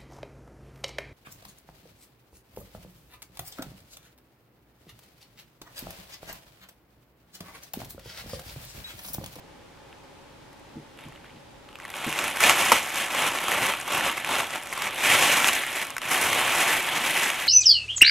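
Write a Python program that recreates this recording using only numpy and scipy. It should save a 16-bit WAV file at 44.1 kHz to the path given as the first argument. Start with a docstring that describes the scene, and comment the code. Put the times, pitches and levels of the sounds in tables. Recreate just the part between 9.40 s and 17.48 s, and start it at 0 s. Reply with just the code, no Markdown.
"""A close rustle of tissue paper, crumpled and pulled by hand in a cardboard box, indoors.
Creases buckle in clumps, each a short burst, dull or bright; a few snap out singly.
Box and room smear the bursts together. A few dull bumps sound nearby.
Microphone hiss and a faint room hum lie under all."""
import sys
import numpy as np
from scipy import signal
from scipy.fft import rfft, irfft, next_fast_len
from scipy.io import wavfile
from scipy.ndimage import map_coordinates

SR = 44100
rng = np.random.default_rng(int(sys.argv[2]) if len(sys.argv) > 2 else 0)


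def log_audio(samples):
    """Write samples as a 16-bit WAV file to the path given in sys.argv[1]."""
    # one column per channel
    frames = np.atleast_2d(samples).T
    # limit to full scale, then quantise
    limited = np.clip(frames, -1, 1)
    pcm = np.round(limited * 32767).astype(np.int16)
    wavfile.write(sys.argv[1], SR, pcm)


N = 356230

# Grips and pulls: full_at_s, hold_s, crackle_db, swell_s, fade_s, body_re_crackle_db, fizz_re_crackle_db
GRIPS = [(1.6, 0.025, -43.5, 0.049, 0.16, -6, -10.5), (1.765, 0.0084, -51.5, .08, 0.042, -5, -12),
         (1.845, .01, -48.5, .05, .2, -12, -17), (2.45, 0.062, -43, 0.13, .1, -3.5, -13),
         (2.545, .05, -36, 0.031, .3, -6, -7), (2.65, 0.019, -28.5, 0.12, 0.15, -7, -8.5),
         (2.8, 0.056, -24, 0.27, 0.3, -6, -7), (3.029, 0.07, -14, .06, 0.11, -7.5, -6.5),
         (3.19, .03, -18, 0.15, .4, -7.5, -6), (3.329, 0.029, -18.5, 0.073, 0.11, -6, -5.5),
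         (3.58, 0.062, -23.5, 0.18, 0.061, -8, -5.5), (3.779, 0.1, -21, 0.19, 0.095, -5.5, -7),
         (3.95, 0.11, -27.5, 0.29, 0.4, -5.5, -7), (4.119, .17, -22.5, 0.11, 0.22, -5.5, -8),
         (4.508, .18, -23, 0.084, 0.13, -5, -8), (4.78, 0.017, -33, .2, 0.24, -8, -8),
         (4.919, 0.067, -22.5, 0.19, 0.21, -6, -8.5), (5.14, .02, -28, 0.055, 0.15, -7, -7.5),
         (5.33, .01, -35.5, 0.17, 0.062, -3, -2), (5.421, 0.059, -25.5, 0.16, .15, -6, -9),
         (5.66, 0.19, -16, 0.14, 0.26, -8, -7), (5.92, 0.096, -19.5, 0.18, 0.24, -7.5, -5.5),
         (6.055, 0.034, -20, .08, 0.053, -9.5, -4.5), (6.12, 0.053, -24, .05, 0.31, -10, -7),
         (6.35, 0.067, -25.5, 0.12, 0.076, -8.5, -6.5), (6.481, 0.038, -35.5, 0.13, 0.12, -4, -9),
         (6.63, .05, -31, 0.047, .08, -7.5, -9), (6.715, .12, -21, 0.042, 0.43, -6, -5.5),
         (6.92, .12, -21.5, 0.26, 0.57, -6, -8.5), (7.22, 0.063, -18, 0.37, 0.38, -7.5, -6.5),
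         (7.55, 0.084, -26, 0.52, 0.77, -6.5, -11.5), (7.758, 0.043, -20.5, 0.53, 0.32, -8.5, -6),
         (8.02, .06, -26, 0.38, .3, -11, -7)]
# Single loud creases: start_s, ring_db, tick_db, pitch_hz
SNAPS = [(0.5277, -33, -57, 2680), (1.1302, -44, -40, 1730), (1.1954, -52, -44, 2130),
         (1.5892, -33, -42, 2750), (1.685, -37, -39, 1020), (1.723, -35, -43, 1880),
         (1.7593, -33, -51, 3000), (1.844, -35, -47, 1490), (2.289, -31, -44, 2730),
         (2.3286, -35, -44, 2800), (2.3555, -23.5, -34, 2650), (2.387, -31.5, -36, 1150),
         (2.4002, -26, -35, 2016), (2.4513, -22, -28, 1870), (2.502, -23, -23, 2090),
         (2.54, -17, -32, 2380), (2.645, -17, -20, 2400), (2.7266, -13.5, -19, 2530),
         (2.7896, -7.5, -16, 2570), (3.0049, -7, -7.5, 2170), (3.038, -3, -8, 2380),
         (3.0959, 2.5, -6, 2420), (3.3184, 0.5, -4, 1020), (3.3194, 0, -6, 2370), (3.3226, 0, -5.5, 900),
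         (3.3263, -2, -5, 2950), (3.5034, -20, -34, 2060), (3.7482, -13, -16, 1060),
         (3.95, -16.5, -34, 1186), (3.987, -11, -22, 2750), (4.0822, -10.5, -13.5, 1160),
         (4.118, -7.5, -17, 1860), (4.2655, -13, -11.5, 1680), (4.337, -13.5, -26, 2420),
         (4.4782, -18, -19, 1170), (4.572, -12, -18, 1060), (4.609, -11, -21, 1820),
         (4.6478, -9.5, -21, 1780), (4.6969, -11, -35, 2770), (4.776, -18, -25.5, 1150),
         (4.8468, -14, -21, 2420), (4.891, -16.5, -22, 935), (4.9544, -12, -17, 2840),
         (5.002, -12, -29, 2520), (5.2709, -22.5, -24, 2280), (5.327, -14, -31, 1980),
         (5.3762, -18, -19.5, 1040), (5.4208, -13, -14, 2290), (6.0443, -1, -14, 2700),
         (6.083, -16, -9, 2150), (6.0873, -2.5, -21, 2660), (6.094, -5, -22, 2500),
         (6.1315, -12, -11.5, 2450), (6.2363, -10.5, -27, 2170), (6.4262, -14.5, -27, 2120),
         (6.4512, -20, -23, 2500), (6.5037, -25, -17, 1570), (6.566, -13, -19, 1500),
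         (6.5814, -16, -18, 2030), (6.617, -14.5, -22, 3000), (6.9302, -7.5, -11, 2040),
         (7.4877, -13, -29, 1907), (7.86, -12.5, -14, 1702), (7.902, -9, -16, 2620)]
# Sheet colour: freq_hz, relative_db
PAPER_SPECTRUM = [(30, -28), (90, -16), (300, -9), (520, -9), (860, -4), (1500, 3), (2300, 7), (3300, 1),
                  (4700, -11), (6000, -8), (8500, -6.5), (12200, -12.5), (13800, -22), (15800, -28.5)]
# Soft knocks: start_s, level_db, t60_s, centre_hz
BUMPS = [(1.358, -28.5, 0.098, 205), (1.655, -31.5, 0.093, 146), (1.93, -45.5, 0.2, 183),
         (2.665, -19, 0.065, 227), (3.319, -20, 0.064, 305)]
# Modes rung by a knock: pitch_hz
BUMP_MODES_HZ = [121, 154, 221, 247, 320, 440]
# Box and room decay: freq_hz, t60_s
ROOM_DECAY = [(200, 0.19), (2000, 0.083), (10000, 0.15)]
# Rustle not shared by the two microphone ports: freq_hz, gain_db
SIDE_GAIN = [(60, -42), (300, -24), (950, -119), (2300, -83), (3500, -13), (4800, -6.5), (6200, -11),
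             (9000, -9.5), (11500, -11), (13000, -7), (14500, -3.5)]
# Phase lead of the right port: freq_hz, lead_rad
RIGHT_LEAD = [(3000, 0), (4800, .3), (6200, .35), (9000, .7), (11500, .4), (13000, .8), (14500, 2.3)]
# Hiss colour: freq_hz, relative_db
HISS_SPECTRUM = [(12, -43), (20, -12), (44, -8.5), (104, -7.5), (145, -6), (203, -9.5), (240, -8.5),
                 (276, -5.5), (866, -17.5), (1020, -15), (3220, -20.5), (11600, -35.5), (15800, -43)]
# Left-right likeness of the hiss: freq_hz, correlation
HISS_COHERENCE = [(60, 1), (130, 0.84), (290, 0.16), (1400, 0.45), (15000, .02)]
# Room hum, narrow peaks in the hiss: centre_hz, width_hz, strength_db
HUM_BANDS = [(553, 34, 6.5), (853, 102, 9.5)]


def paper():
    """Buckles and sheet-on-sheet sliding gate six noise bands; snaps add on top. Returns mid, side."""
    level_db = handling_db()
    # harder handling, more buckles
    rate_per_s = np.clip(1300 * amp(0.96 * (level_db[1] + 29)), 150, 6000)
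    spread_db = np.c_[[2.2, 2.1, 2.3, 2.1, 3.1, 3.5]]  # spikier treble
    swarm = creases(rate_per_s, spread_db, clump_db=3, colour_db=2.5, t60_s=0.012)
    slide_share = np.c_[[0.4, 0.45, 0.4, 0.45, 0.25, 0.22]]
    drift_db = 0.42 * np.array([wobble(11) for _ in slide_share])  # other folds take over
    energy = amp(2 * (np.repeat(level_db, 2, axis=0) + drift_db))
    energy *= slide_share + (1 - slide_share) * swarm
    ring, trail, tick = snaps(decay_cycles=2.4, tick_t60_s=0.009, trail_t60_s=0.019)
    energy[1:4] += trail
    energy[4:] += tick
    bursts = np.sqrt(energy) * rng.standard_normal((2, 1, N))
    mid, side = causal_filter(bursts, paper_bands).sum(axis=1)
    return mid + ring, side


def handling_db():
    """Body, crackle and fizz levels: each grip swells, holds and fades; overlaps add in energy."""
    full_at_s, hold_s, crackle_db, swell_s, fade_s, body_db, fizz_db = np.transpose(GRIPS)[:, :, None]
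    t = np.arange(0, N / SR + 0.004, 0.002)
    early = np.maximum(full_at_s - t, 0) / swell_s
    late = np.maximum(t - full_at_s - hold_s, 0) / fade_s
    grip = amp(2 * (crackle_db - 20 * (early + late)))  # 20 dB per swell or fade time
    energies = [np.sum(grip * amp(2 * band_db), axis=0) for band_db in (body_db, 0, fizz_db)]
    return np.array([np.interp(np.arange(N) / SR, t, 10 * np.log10(e + 1e-12)) for e in energies])


def creases(rate_per_s, spread_db, clump_db, colour_db, t60_s):
    """Small buckles set off their neighbours in clumps. Returns energy per band, mean 1."""
    dice = rng.random(N)
    size_db = np.minimum(rng.exponential(size=N), 5) * spread_db  # many tiny, few large
    tint_db = colour_db * rng.standard_normal((6, N))
    clumping = amp(clump_db * (wobble(30) + wobble(90)))
    buckles = dice < rate_per_s / SR * clumping
    impulses = buckles * amp(2 * (size_db + tint_db)) / rate_per_s
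    pole = amp(-120 / (t60_s * SR))
    energy = signal.lfilter([1 - pole], [1, -pole], impulses)
    return energy / energy.mean(axis=1, keepdims=True)


def snaps(decay_cycles, tick_t60_s, trail_t60_s):
    """A loud crease rings a facet briefly. Returns ring, trailing crackle energy, bright tick energy."""
    ring, trail, tick = np.zeros((3, N + SR))
    t = np.arange(SR // 20) / SR
    for (start_s, ring_db, tick_db, pitch_hz), dice in zip(SNAPS, rng.random((len(SNAPS), 5))):
        ratios = (1, 1.135 + 0.44 * dice[0], 0.543 + 0.26 * dice[1])
        facet = sum(gain * np.sin(2 * np.pi * (pitch_hz * ratio * t + phase))
                    for ratio, gain, phase in zip(ratios, (1, 0.45, 0.5), dice[2:]))
        age = t * pitch_hz / decay_cycles
        span = round(start_s * SR) + np.arange(len(t))
        ring[span] += amp(ring_db) * (1 - np.exp(-3 * age)) * np.exp(-age) * facet
        trail[span] += amp(2 * (ring_db - 14 - 60 * t / trail_t60_s))
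        tick[span] += amp(2 * (tick_db - 60 * t / tick_t60_s)) * (1 - np.exp(-t / 0.0011))
    ring = fft_filter(ring[:N], lambda hz: 1 / (1 + (350 / (hz + 1)) ** 4))  # thin sheet: no bass
    return ring, trail[:N], tick[:N]


def paper_bands(hz):
    """Sheet colour in six bands; each pair (body, crackle, fizz) has unit power."""
    lowpasses = [1 / (1 + (hz / edge_hz) ** 10) for edge_hz in (750, 1400, 2500, 4500, 8500)]
    band_share = np.abs(np.diff(lowpasses, axis=0, prepend=0, append=1))
    gain = amp(log_interp(PAPER_SPECTRUM, hz)) * np.sqrt(band_share)
    pair_power = np.mean(gain ** 2, axis=1).reshape(-1, 2).sum(axis=1)
    return gain / np.sqrt(np.repeat(pair_power, 2))[:, None]


def bumps():
    """Soft knocks ring the low modes nearest each blow's own pitch."""
    out = np.zeros(N + SR)
    t = np.arange(SR // 2) / SR
    for start_s, level_db, t60_s, centre_hz in BUMPS:
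        ring = sum(amp(-9 * np.log2(hz / centre_hz) ** 2) * np.sin(2 * np.pi * hz * t)
                   for hz in BUMP_MODES_HZ)
        envelope = amp(level_db - 3.5 - 60 * t / t60_s) * (1 - np.exp(-t / 0.006))
        out[round(start_s * SR):][:len(t)] += envelope * ring
    return out[:N]


def room(x):
    """Box and room reverberation: each frequency dies at its own rate."""
    hz, t, spectra = signal.stft(rng.standard_normal(SR // 2), SR, nperseg=256)
    decay = amp(-60 * t / log_interp(ROOM_DECAY, hz)[:, None])
    tail = signal.istft(spectra * decay, SR, nperseg=256)[1]
    return signal.fftconvolve(np.pad(x, (150, 0)), tail / np.linalg.norm(tail))[:N]


def microphone_ports(mid, side):
    """Two close ports: alike in the bass; in the treble they part and the right leads."""
    sign = np.array([[1], [-1]])
    pair = mid + sign * fft_filter(side, lambda hz: amp(log_interp(SIDE_GAIN, hz)))
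    return fft_filter(pair, lambda hz: np.exp(-0.5j * sign * log_interp(RIGHT_LEAD, hz)))


def hiss_and_hum(mid_rms_db):
    """Microphone hiss, most alike left and right in the bass, with two bands of room hum."""
    def colour(hz):
        width_rad = np.arccos(log_interp(HISS_COHERENCE, hz)) / 2
        hum = 1 + sum(amp(strength_db) / (1 + (2 * (hz - centre_hz) / width_hz) ** 2)
                      for centre_hz, width_hz, strength_db in HUM_BANDS)
        return amp(log_interp(HISS_SPECTRUM, hz)) * hum * [np.cos(width_rad), np.sin(width_rad)]
    mid, side = causal_filter(rng.standard_normal((2, N)), colour)
    gain = amp(mid_rms_db + 0.19 * wobble(7.9)) / np.sqrt(np.mean(mid ** 2))
    return gain * np.array([mid + side, mid - side])


def amp(db):
    """dB to amplitude; amp(2 * db) is energy."""
    return 10 ** (np.asarray(db) / 20)


def log_interp(points, hz):
    """Table lookup on a log frequency axis."""
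    freq_hz, values = np.transpose(points)
    return np.interp(np.log(hz + 1), np.log(freq_hz + 1), values)


def wobble(knots_per_s):
    """Smooth random curve."""
    knots = rng.standard_normal(int(N * knots_per_s / SR) + 4)
    return map_coordinates(knots, [np.arange(N) * knots_per_s / SR])


def causal_filter(x, gain):
    """Minimum-phase filter of magnitude gain(hz)."""
    size = 2 * next_fast_len(N // 2 + 4096, real=True)
    cepstrum = irfft(np.log(gain(np.fft.rfftfreq(size, 1 / SR)) + 1e-6), size)
    cepstrum[..., 1:size // 2] *= 2
    cepstrum[..., size // 2 + 1:] = 0
    return irfft(rfft(x, size) * np.exp(rfft(cepstrum)), size)[..., :N]


def fft_filter(x, response):
    """Apply a complex response(hz)."""
    size = next_fast_len(N + 4096, real=True)
    return irfft(rfft(x, size) * response(np.fft.rfftfreq(size, 1 / SR)), size)[..., :N]


def scene():
    """Paper and bumps in the room, over hiss and hum."""
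    rustle, side = paper()
    knocks = bumps()
    mid = rustle + amp(-13.5) * room(rustle) + knocks + room(knocks)
    balance_db = [[-0.15], [0.15]]
    return microphone_ports(mid, side) * amp(balance_db) + hiss_and_hum(mid_rms_db=-51)


def record(dry):
    """Soft clip of the loudest peaks, then a band limit."""
    clipped = dry / (1 + np.abs(dry) ** 8) ** (1 / 8)
    return fft_filter(clipped, lambda hz: hz < 15760)


dry = scene()
out = record(dry)
log_audio(out)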